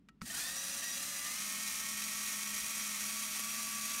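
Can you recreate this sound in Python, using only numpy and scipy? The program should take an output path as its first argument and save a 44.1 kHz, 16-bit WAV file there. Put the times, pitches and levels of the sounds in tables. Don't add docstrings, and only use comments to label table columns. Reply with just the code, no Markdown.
import sys
import numpy as np
from scipy import signal
from scipy.fft import rfft, irfft
from scipy.io import wavfile
from scipy.ndimage import uniform_filter1d

SR = 44100
rng = np.random.default_rng(int(sys.argv[2]) if len(sys.argv) > 2 else 0)


def unload_wav(signal):
    wavfile.write(
        sys.argv[1],
        SR,
        np.round(np.clip(np.atleast_2d(signal).T, -1, 1) * 32767).astype(np.int16),
    )


N = 176400
T = np.arange(N) / SR
HZ = np.fft.rfftfreq(N, 1 / SR)
MOTOR_START_S, TONES_START_S, WHINE_FULL_S = .2195, .30, .37

# time_s, turns_per_s
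SHAFT_SPEED = [(0.22, 5.0), (0.31, 43.0), (0.39, 52.4), (0.41, 53.9), (0.51, 58.6), (0.59, 60.7),
               (0.69, 60.6), (0.79, 61.6), (0.89, 59.4), (0.97, 61.0), (1.05, 63.8), (1.09, 64.2),
               (1.17, 62.0), (1.29, 63.1), (1.39, 66.8), (1.65, 69.4), (1.77, 67.4), (1.85, 69.2),
               (1.95, 68.8), (2.03, 70.2), (2.13, 69.3), (2.25, 70.0), (2.33, 68.3), (2.43, 69.8),
               (2.59, 69.2), (2.81, 70.9), (2.97, 67.9), (3.03, 70.3), (3.23, 70.9), (3.33, 69.8),
               (3.59, 72.8), (3.71, 71.5), (3.97, 72.0)]
# time_s, relative_level_db
GRIND_LEVEL = [(0.225, -57.5), (0.25, -59), (0.262, -48), (0.296, -46), (0.37, -41.5), (0.45, -43),
               (0.52, -44), (1.2, -43.5), (1.32, -42.5), (4.0, -42.5)]
# pitch_hz, relative_level_db
SLOW_GRIND_COLOUR = [(180, -47), (300, -4.5), (461, -22.5), (700, -4.5), (1000, -12), (1250, -8),
                     (1600, -6), (1850, 4), (2100, -6), (2650, -3), (3300, -4.5), (5300, 1), (5850, 1),
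                     (7000, -4.5), (9200, 1), (15500, -10)]
# pitch_hz, relative_level_db
FAST_GRIND_COLOUR = [(180, -51), (300, -15.5), (450, -23), (650, -18), (1000, -16), (1160, -6), (1450, -9),
                     (1700, -10), (1850, -4), (2400, -3), (3000, -7), (5200, -4), (5850, 0.5), (7100, -7.5),
                     (9300, -2.5), (12500, -6.5), (15500, -13.5)]
# pitch_hz, width_hz, boost_db
BODY_RESONANCES = [(1148, 48, 6.5), (1904, 31, 3), (2550, 210, 3), (3313, 93, 5), (3580, 23, 3.5),
                   (3950, 53, 5.5), (5000, 120, 0), (5510, 220, -5.5), (5724, 150, 5.5), (6690, 370, 7),
                   (7530, 450, 5.5), (8720, 150, 6), (10020, 390, 6), (10390, 560, -9.5)]
# beats_per_saw_turn, depth_db
UNEVENNESS = [(2, .4), (4, .45), (6, .35), (12, .6), (24, .85)]
# cycles_per_shaft_turn, light_cut_db, middle_cut_db, deep_cut_db, full_load_boost_db
GEAR_TONES = [(9, -63, -70.5, -67, -9), (13, -86, -68, -69.5, 6), (16, -74, -61.5, -55.5, -3),
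              (19, -68.5, -60, -65.5, 2.5), (21, -64, -78, -67, -16), (23, -67.5, -67, -62.5, -4),
              (27, -61.5, -65, -86, 1), (32, -60, -55, -58, 7.5), (35, -76, -57, -62, 4),
              (37, -78, -71, -58.5, 0), (45, -61, -59, -62.5, 3), (64.3, -56, -65, -59.5, 3),
              (80, -65, -59.5, -63, 12), (97.2, -65, -59, -73, 9)]
# light_end_s, middle_start_s, middle_end_s, deep_start_s
CUT_STAGES = [1.0, 1.5, 2.9, 3.55]
# pitch_hz, width_hz, boost_db
GEARBOX_RESONANCES = [(1200, 70, 8.5), (1859, 65, 11.5), (5910, 320, 15)]
# time_s, load_0_to_1
GEAR_LOAD = [(.43, 1), (.56, 0), (.8, .1), (.89, 1), (.98, 0.07), (1.2, 0), (1.3, .6), (1.48, 0)]
# start_s, relative_level_db
GEAR_KNOCKS = [(0.301, -39), (0.822, -41), (1.257, -40.5)]
# pitch_hz, relative_level_db, fade_s (time to fall by 60 dB)
KNOCK_RING = [(672, -15.5, 0.24), (1264, -15, 0.034), (1827, -4, 0.21), (3100, -3, .04)]
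# start_s, relative_level_db, ring_time_factor
TRIGGER_CLICKS = [(0.087, -51, .7), (0.091, -55, 1.2), (0.2116, -53, .3), (0.2159, -40, .3),
                  (0.2169, -39, 0.64)]
# pitch_hz, relative_level_db, base_fade_s
TRIGGER_RING = [(1313, -8.5, 0.14), (1880, -14, 0.11), (2510, -15, 0.053), (2830, -10, 0.082),
                (4430, -12, 0.032)]
# pitch_hz, relative_level_db
SNAP_COLOUR = [(100, -12), (700, -9), (1300, 6.5), (4500, -2.5), (7000, -9), (15000, -24)]
# time_s, base_level_db
HUM_LEVEL = [(0.9, -68.5), (1.9, -58), (4.0, -56)]
# start_s, pitch_hz, level_db, fade_s
START_JOLTS = [(0.2177, 180, -38, 0.064), (0.237, 223, -46, 0.12)]
# pitch_hz, relative_level_db
SHAKE_COLOUR = [(20, -40), (36, -23), (50, 8), (90, -4.5), (140, 0.5), (200, 3.5), (250, 11.5), (310, -8),
                (400, -13.5), (2000, -58)]
# pitch_hz, relative_level_db
ROOM_COLOUR = [(20, -38), (34, -34), (47, -3.5), (87, -13.5), (220, 3), (560, -28.5), (2500, -34.5),
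               (15000, -56)]


def grinding(turns, teeth_per_turn=16, turns_per_saw_turn=6, chips_per_s=620, gain_db=3):
    teeth = teeth_per_turn * turns
    pressure = 1 + np.exp(-(teeth % 1) / 0.071)
    scrape = unit(pressure * rng.standard_normal(N))
    tooth_lands = np.diff(np.floor(teeth), prepend=0)
    strike_db = 8.5 * np.clip(rng.standard_normal(N), -2, 2)
    strikes = unit(tooth_lands * amp(strike_db) * rng.choice([-1, 1], N))
    chips = (rng.random(N) < chips_per_s / SR) * rng.choice([-1, 1], N)
    chips = unit(chips * amp(-np.minimum(rng.exponential(1, N), 4)))
    saw_turns = turns / turns_per_saw_turn
    pulse_db = sum(depth * np.cos(2 * np.pi * (beats * saw_turns + rng.random()))
                   for beats, depth in UNEVENNESS)
    pulse_db += 0.92 * drift(50) + 0.4 * drift(6)
    contact = amp(pulse_db) * (scrape + amp(-4) * strikes + amp(-14) * chips)
    boost_db = resonance_db(HZ, BODY_RESONANCES)
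    slow = colour(contact, SLOW_GRIND_COLOUR, boost_db)
    fast = colour(contact, FAST_GRIND_COLOUR, boost_db)
    fast_share = curve([(0.38, 0), (1.94, 1)])
    body = (1 - fast_share) * slow + fast_share * fast
    body = unit(4.2 * np.tanh(body / 4.2))
    return body * amp(curve(GRIND_LEVEL) + gain_db) * (T > MOTOR_START_S)


def gear_whine(turns, waver_db=2, rattle_db=4, gain_db=-0.47):
    out = np.zeros(N)
    gear_slack = drift(60)
    speed, load = curve(SHAFT_SPEED), curve(GEAR_LOAD)
    acceleration = np.gradient(speed) * SR
    rattle = np.clip(acceleration / 90, 0, 1)
    for multiple, light_db, middle_db, deep_db, load_db in GEAR_TONES:
        multiple = round(multiple)
        db = np.interp(T, CUT_STAGES, [light_db, middle_db, middle_db, deep_db])
        db += waver_db * drift(22)
        db += resonance_db(multiple * speed, GEARBOX_RESONANCES) + load * load_db
        db += rattle * rattle_db * (drift(60) - 0.5)
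        slip = 0.0045 * multiple * (gear_slack + drift(60)) * (1 + 2 * rattle)
        out += amp(db) * np.sqrt(2) * np.cos(2 * np.pi * (multiple * turns + rng.random()) + slip)
    return amp(gain_db) * out * curve([(TONES_START_S, 0), (WHINE_FULL_S, 1)])


def gear_knocks():
    return sum(amp(db) * ringing(since(start), KNOCK_RING) * (T > start) for start, db in GEAR_KNOCKS)


def trigger(snap_fade_s=0.028, snap_db=-3, ring_db=-4):
    out = np.zeros(N)
    for start, db, ring_factor in TRIGGER_CLICKS:
        age = since(start)
        ring = ringing(age, [(hz, level, fade_s * ring_factor) for hz, level, fade_s in TRIGGER_RING])
        snap = noise(SNAP_COLOUR) * amp(snap_db - 60 * age / snap_fade_s)
        out += amp(db) * (amp(ring_db) * ring + snap) * (T > start)
    return out


def motor_hum(turns, cycles_per_turn=3, waver_db=2.2):
    speed = curve(SHAFT_SPEED)
    surge = np.clip(speed - uniform_filter1d(speed, SR // 2), -2, 1)
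    db = curve(HUM_LEVEL) + 2 * surge + waver_db * drift(12)
    return amp(db) * np.sqrt(2) * np.cos(2 * np.pi * cycles_per_turn * turns) * (T > TONES_START_S)


def casing_shake(steady_db=-65.5, settle_s=0.097):
    kick = 1 + 3 * np.exp(-since(MOTOR_START_S) / settle_s)
    out = amp(steady_db) * noise(SHAKE_COLOUR) * kick * (T > MOTOR_START_S)
    for start, hz, db, fade_s in START_JOLTS:
        age = since(start)
        out -= amp(db - 60 * age / fade_s) * np.sin(2 * np.pi * hz * age)
    return out


def workshop(level_db=-65.5):
    return amp(level_db) * noise(ROOM_COLOUR)


def amp(db):
    return 10 ** (np.asarray(db) / 20)


def unit(x):
    return x / np.sqrt(np.mean(x ** 2) + 1e-20)


def since(start_s):
    return np.maximum(T - start_s, 0)


def curve(points):
    return np.interp(T, *np.transpose(points))


def drift(rate_hz):
    return unit(irfft(rfft(rng.standard_normal(N)) / (1 + (HZ / rate_hz) ** 2), N))


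def colour(x, points, boost_db=0):
    hz, db = np.transpose(points)
    log_gain = np.log(amp(np.interp(np.log(HZ + 1), np.log(hz), db) + boost_db))
    mirrored = np.concatenate([log_gain, log_gain[-2:0:-1]])
    response = np.exp(np.conj(signal.hilbert(mirrored)))[:len(HZ)]
    return unit(irfft(rfft(x) * response, N))


def noise(points):
    return colour(rng.standard_normal(N), points)


def resonance_db(pitch_hz, resonances):
    return sum(db / (1 + (2 * (pitch_hz - hz) / width) ** 2) for hz, width, db in resonances)


def ringing(age, tones):
    return sum(amp(db - 60 * np.minimum(age / fade_s, 3)) * np.sin(2 * np.pi * (hz * age + rng.random()))
               for hz, db, fade_s in tones)


def scene():
    speed = curve(SHAFT_SPEED) * (1 + .003 * drift(25))
    turns = np.cumsum(speed) / SR
    drill = gear_whine(turns) + motor_hum(turns) + grinding(turns)
    drill += casing_shake() + trigger() + gear_knocks()
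    mono = drill + workshop()
    return np.array([mono, mono])


def record(dry):
    low_pass = signal.firwin(601, 15780, window=("kaiser", 8), fs=SR)
    return signal.oaconvolve(dry, low_pass[None], "same")


dry = scene()
out = record(dry)
unload_wav(out)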